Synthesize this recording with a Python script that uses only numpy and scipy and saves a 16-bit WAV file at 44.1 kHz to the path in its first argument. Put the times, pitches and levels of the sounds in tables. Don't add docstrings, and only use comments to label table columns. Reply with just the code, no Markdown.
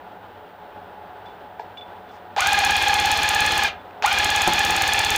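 import sys
import numpy as np
from scipy import signal
from scipy.fft import rfft, irfft, next_fast_len
from scipy.io import wavfile

SR = 44100
rng = np.random.default_rng(int(sys.argv[2]) if len(sys.argv) > 2 else 0)


def voltage_ratio(decibels):
    exponent = np.asarray(decibels, float) / 20
    return 10 ** exponent


def wav_record(signal):
    frames = np.transpose(np.atleast_2d(signal))
    bounded = np.clip(frames, -1, 1)
    quanta = np.round(bounded * 32767).astype(np.int16)
    wavfile.write(sys.argv[1], SR, quanta)


N = 228155


def rms_one(x):
    return x / np.sqrt(np.mean(x ** 2) + 1e-20)


def in_time(rows):
    s, *columns = np.transpose(rows)
    return [np.interp(np.arange(N) / SR, s, c) for c in columns]


def colour(x, spectrum):
    hz, db = np.transpose(spectrum)
    log_hz = np.log(np.fft.rfftfreq(N, 1 / SR) + 1)
    return irfft(rfft(x) * voltage_ratio(np.interp(log_hz, np.log(hz), db)), N)


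def drift(rate_hz):
    r = np.exp(-2 * np.pi * rate_hz / SR)
    wander = signal.lfilter([1], [1, -2 * r, r * r], rng.standard_normal(N + SR))
    return rms_one(wander[SR:])


def high_pass(x, hz):
    return signal.sosfilt(signal.butter(3, hz, "high", fs=SR, output="sos"), x)


def resonance(x, hz, width_hz):
    r = np.exp(-np.pi * width_hz / SR)
    poles = [1, -2 * r * np.cos(2 * np.pi * hz / SR), r * r]
    return signal.lfilter([(1 - r * r) / 2, 0, (r * r - 1) / 2], poles, x)


def lifted(x, peaks):
    return x + sum((voltage_ratio(db) - 1) * resonance(x, hz, width) for hz, width, db in peaks)


def strike(seconds, peak_db, modes, spread_db):
    at = np.clip((np.asarray(seconds) * SR).astype(int), 0, N - 1)
    out = np.zeros(N)
    chance = rng.standard_normal((len(at), len(modes)))
    for k, (hz, db, t60) in enumerate(modes):
        clicks = np.bincount(at, voltage_ratio(peak_db + db + spread_db * chance[:, k]), N) + 1e-18
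        r, w = voltage_ratio(-60 / (t60 * SR)), 2 * np.pi * hz / SR
        out += signal.lfilter([0, (-1) ** k * np.sin(w)], [1, -2 * r * np.cos(w), r * r], clicks)
    return out


# f/Hz, level/dB [dB per Hz]
AIR_SPECTRUM = [(20, -21), (85, -8.5), (125, -14.5), (182, -13), (260, -7.5), (500, -3), (820, -0.5),
                (1120, -8), (1500, -6.5), (2200, -18), (3400, -19.5), (4300, -29), (6500, -44),
                (15000, -48)]
# f/Hz, width/Hz, level/dB
ROOM_MODES = [(98.2, 9.4, 11), (182.5, 12.7, 12.5), (421, 7.8, 10), (583, 22, 4.5), (730.5, 21.4, 9.5),
              (846.5, 22.3, 10.5), (967, 12, 7)]
# t/s, level/dB
AIR_LEVEL = [(0.0, -41), (5.17, -40)]


def hum():
    air = rms_one(lifted(colour(rng.standard_normal(N), AIR_SPECTRUM), ROOM_MODES))
    t = np.arange(N) / SR
    flips = np.tanh(12 * np.sin(np.pi * 59 * t + 1.4))
    whistle = np.sqrt(2) * voltage_ratio(-69) * flips * np.sin(2 * np.pi * 15000.5 * t)
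    return voltage_ratio(in_time(AIR_LEVEL)[0] + drift(12.0)) * air + whistle


# t/s, knock level/dB, ping level/dB, tick level/dB, scuff level/dB
TOUCHES = [(.551, -51, -80, -83, -64), (1.258, -42, -39, -75, -50), (1.297, -60, -44, -85, -60),
           (1.595, -27.5, -54, -51, -41.5), (1.772, -56, -29, -62, -45), (1.81, -70, -33, -85, -62),
           (2.09, -64, -48, -84, -51), (2.364, -26, -62, -27.5, -36), (3.79, -70, -46, -90, -65),
           (3.909, -72, -83, -51, -68), (4.024, -34, -60, -19.5, -46)]
# f/Hz, level/dB, t60/s
KNOCK_MODES = [(435, -7, 0.088), (623, -7.5, 0.082), (690, -1, 0.064), (838, 6.5, 0.044), (947, 1.5, 0.061),
               (1360, -18, 0.038), (1680, -7, 0.048), (2380, -12, 0.025)]
# f/Hz, level/dB, t60/s
PING_MODES = [(2300, -12, 0.035), (2900, -14, 0.035), (3500, -10, 0.17), (3470, -3.5, 0.13),
              (3820, -19, 0.05)]
# f/Hz, level/dB, t60/s
TICK_MODES = [(1480, 8.5, 0.0056), (2530, 3, 0.013), (3600, -5, 0.0077), (5300, -5, .005), (6900, -8, .004),
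              (9450, -29, .003), (13000, -19, 0.0027)]
# t/s, level/dB
YARN_RUB = [
    (2.1, -110),
    (2.112, -73),
    (2.17, -71),
    (2.19, -110),
]
# t/s, level/dB
FRAME_BUMPS = [
    (4.4745, -13.5),
    (4.48, -15.5),
    (4.483, -18.5),
    (4.492, -21),
    (4.509, -35),
    (4.526, -27),
]
# f/Hz, level/dB, t60/s
FRAME_MODES = [(190, -8, .04), (270, -6, .035), (380, -5, .03), (540, -3, .03), (780, 2, .045),
               (1000, -4, .025), (1300, -8, .02), (1750, -11, .02)]


def handling():
    s, knock_db, ping_db, tick_db, scuff_db = np.transpose(TOUCHES)
    fade = voltage_ratio(-60 / (.16 * SR))
    touches = np.bincount((s * SR).astype(int), voltage_ratio(scuff_db), N) + 1e-18
    scuffs = signal.lfilter([1], [1, -fade], touches) * rng.standard_normal(N)
    knocks = strike(s, knock_db, KNOCK_MODES, spread_db=1)
    pings = strike(s, ping_db, PING_MODES, spread_db=1)
    band = signal.butter(3, [380, 4600], "band", fs=SR, output="sos")
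    soft = signal.sosfilt(band, knocks + pings + scuffs)
    fibres = resonance(resonance(rng.standard_normal(N), 4800, 3000), 4800, 3000)
    rub = fibres * voltage_ratio(in_time(YARN_RUB)[0] + 17.0)
    ticks = strike(s, tick_db, TICK_MODES, spread_db=2)
    bumps = strike(*np.transpose(FRAME_BUMPS), FRAME_MODES, spread_db=2)
    return soft + ticks + rub + bumps


def room(x):
    size = next_fast_len(N + SR)
    hz = np.fft.rfftfreq(size, 1 / SR)
    t60_s = 0.35 / (1 + hz / 5800)
    echoes = 0
    for k, lag_s in enumerate(rng.uniform(.008, .033, size=10)):
        one_round = voltage_ratio(-60 * lag_s / t60_s) * np.exp(-2j * np.pi * hz * lag_s)
        echoes = echoes + (-1) ** k * one_round / (1 - one_round)
    return irfft(rfft(x, size) * echoes, size)[:N]


# pressed t/s, released t/s, crank rest angle/turns, speed/(turns/s), creep/(turns/s per s)
PULLS = [
    (2.362, 3.63, .653, 16.916, .402),
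    (4.024, 5.3, .743, 17.031, .651),
]


def motor():
    t = np.arange(N) / SR
    speed, turns, torque_db = np.zeros(N), np.zeros(N), np.zeros(N)
    drive_db, snaps = np.full(N, -90.), []
    for pressed, released, angle, full, creep in PULLS:
        on = t >= pressed
        since, coasting = t[on] - pressed, np.maximum(t[on] - released, 0)
        lacking = np.exp(-since / .03)
        braked = 1250 * coasting ** 2
        speed[on] = np.maximum(full * (1 - lacking) + creep * since - braked, 0)
        turns[on] = angle + np.cumsum(speed[on]) / SR
        fade_db = np.minimum(15000 * np.maximum(coasting - .034, 0) ** 2, 90)
        switch_db = -20 * np.maximum(1 - since / .003, 0)
        drive_db[on] = 1.5 - 8.5 * lacking + switch_db - fade_db
        torque_db[on] = 11 * np.minimum(2.8 * lacking, 1) - np.minimum(.7 * fade_db, 16)
        whole_turn = np.diff(np.floor(turns[on]), prepend=0) > 0
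        snaps += list(t[on][whole_turn & (coasting < .03)])
    return speed, turns, drive_db, torque_db, np.array(snaps)


LOAD_PEAKS = [
    (.28, .08),
    (.87, .075),
]
# multiple of tooth rate, level/dB, first load lift/dB, second load lift/dB, share of torque
TOOTH_HARMONICS = [(1, -42.5, 7.5, 12, -0.22), (2, -35, 13, 9, 0.92), (3, -40.5, 9, 8.5, -0.54),
                   (4, -36.5, 5.5, 9, 0.47), (5, -44.5, 6, 0, -1.9), (8, -46, -19, -10, 0.54)]
# f/Hz, level/dB [dB per Hz]
RATTLE_SPECTRUM = [(350, -37), (650, -12.5), (820, -7), (1100, -11), (1700, -10), (2050, -9.5),
                   (2500, -8.5), (3450, -6.5), (3800, -11.5), (4700, -14.5), (6900, -22), (7500, -29.5),
                   (11500, -42), (15500, -52)]
# f/Hz, width/Hz, level/dB
HOUSING_MODES = [(810.7, 52.5, 13.5), (1218, 19, 9.5), (1660, 560, 1.5), (2128, 11.5, 8.5), (2424, 69, 10),
                 (3560, 120, 2.5), (4220, 105, 6), (13700, 400, 8)]


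def gears(turns, torque_db):
    loads = []
    for at, width in LOAD_PEAKS:
        offset = (turns - at + .5) % 1 - .5
        loads.append(np.exp(-.5 * (offset / width) ** 2))
    sag = .001 * np.sin(2 * np.pi * (turns - .3)) + .002 * np.sin(4 * np.pi * (turns - .17))
    tooth = 2 * np.pi * 49 * (turns + sag) + 0.19 * drift(35)
    slack = np.clip(1 - torque_db / 12, .2, 1)
    whine = 0
    for k, db, first, second, share in TOOTH_HARMONICS:
        waver_db, slip = 2.5 * drift(30), .3 * drift(35)
        swell_db = slack * (first * loads[0] + second * loads[1] + waver_db)
        level = voltage_ratio(db + share * torque_db + 7.0 * (1 - slack) + swell_db)
        whine = whine + level * np.sin(k * tooth + slip)
    whine = high_pass(whine, 650)
    gate = np.exp(0.5 * np.cos(tooth)) * voltage_ratio(2.0 * loads[0] + 4.1 * loads[1])
    rattle = rms_one(colour(gate * rng.standard_normal(N), RATTLE_SPECTRUM))
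    return lifted(whine + voltage_ratio(-26) * rattle, HOUSING_MODES)


# f/Hz, level/dB [dB per Hz]
CLOTH_SPECTRUM = [(20, -4), (60, -7.5), (130, 1.5), (220, -0.5), (340, 2.5), (550, 3), (800, -24.5)]


def cloth(speed):
    rumble = rms_one(colour(rng.standard_normal(N), CLOTH_SPECTRUM))
    return voltage_ratio(-41 + 1.95 * drift(20.6)) * (speed / 17) ** 4 * rumble


def slide(turns):
    bright = high_pass(rng.standard_normal(N), 7500)
    hiss = rms_one(lifted(bright, [(13300, 700, 9.0), (9000, 810, 5.8)]))
    return voltage_ratio(-41 - 35.0 * (turns % 1)) * hiss


# f/Hz, level/dB, t60/s
CUTTER_MODES = [(6590, 2.5, 0.004), (8500, 3, 0.0023), (10660, 1, 0.002), (13140, -6, 0.0054),
                (14600, -3.5, .004)]


def loose(drive_db):
    at = np.flatnonzero(rng.random(N) < 220 / SR)
    extra_db = 3 * np.minimum(rng.exponential(1, len(at)), 3)
    return strike(at / SR, drive_db[at] - 47 + extra_db, CUTTER_MODES, spread_db=4)


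# lag/ms, level/dB, dullness (0-1)
BLADE_CONTACTS = [
    (.9, -1, .3),
    (2.0, -7, .3),
    (5.3, -9, .8),
    (12.5, -24, .2),
    (26, -22, .1),
]
# t/s, snap peak level/dB
YARN_PRESSURE = [(2.4, -9.5), (3.0, -10.5), (3.65, -9.5), (4.05, -9.5), (4.4, -9.5), (4.9, -8.5),
                 (5.17, -8)]


def cutter(snaps):
    snap_db = np.interp(snaps, *np.transpose(YARN_PRESSURE)) + 1.6 * rng.standard_normal(len(snaps))
    octaves = np.log2(np.array(CUTTER_MODES)[:, 0] / 6500)
    out = 0
    for lag_ms, db, dull in BLADE_CONTACTS:
        modes = np.array(CUTTER_MODES)
        modes[:, 1] -= 12 * dull * octaves
        out = out + strike(snaps + lag_ms / 1000, snap_db + db - 5.0, modes, spread_db=1.4)
    return out


# t/s, level/dB
CLOTH_SETTLING = [
    (3.705, -11),
    (3.735, -14),
    (3.771, -11),
    (3.82, -20),
]


def thump(snaps, speed):
    at = np.minimum(((snaps + .012) * SR).astype(int), N - 1)
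    push = np.bincount(at, (speed[at] / 17) ** 3 * voltage_ratio(0.46 * rng.standard_normal(len(at))), N)
    push += voltage_ratio(-23) * np.roll(push, round(0.0259 * SR))
    settle_s, settle_db = np.transpose(CLOTH_SETTLING)
    push += np.bincount((settle_s * SR).astype(int), voltage_ratio(settle_db), N)
    t = np.arange(-SR // 25, SR // 25 + 1) / SR
    swing = np.cos(2 * np.pi * 74 * t) * np.exp(-.5 * (1000 * t / 6) ** 2)
    return voltage_ratio(-43) * rms_one(lifted(signal.fftconvolve(push, swing, "same"), [(87, 11, 3.4)]))


def scene():
    background, touches = hum(), handling()
    speed, turns, drive_db, torque_db, snaps = motor()
    running = voltage_ratio(drive_db) * (gears(turns, torque_db) + cloth(speed) + slide(turns))
    near = touches + running + loose(drive_db) + cutter(snaps)
    return (near + voltage_ratio(-16) * room(near) + thump(snaps, speed) + background)[None]


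def roll_off(x):
    return signal.sosfilt(signal.butter(12, 16010, fs=SR, output="sos"), x)


def record(dry):
    hissy = dry + voltage_ratio(-72.5) * rng.standard_normal(dry.shape)
    top_cut = signal.ellip(10, .5, 60, 15880, fs=SR, output="sos")
    return roll_off(signal.sosfilt(top_cut, hissy))


dry = scene()
out = record(dry)
wav_record(out)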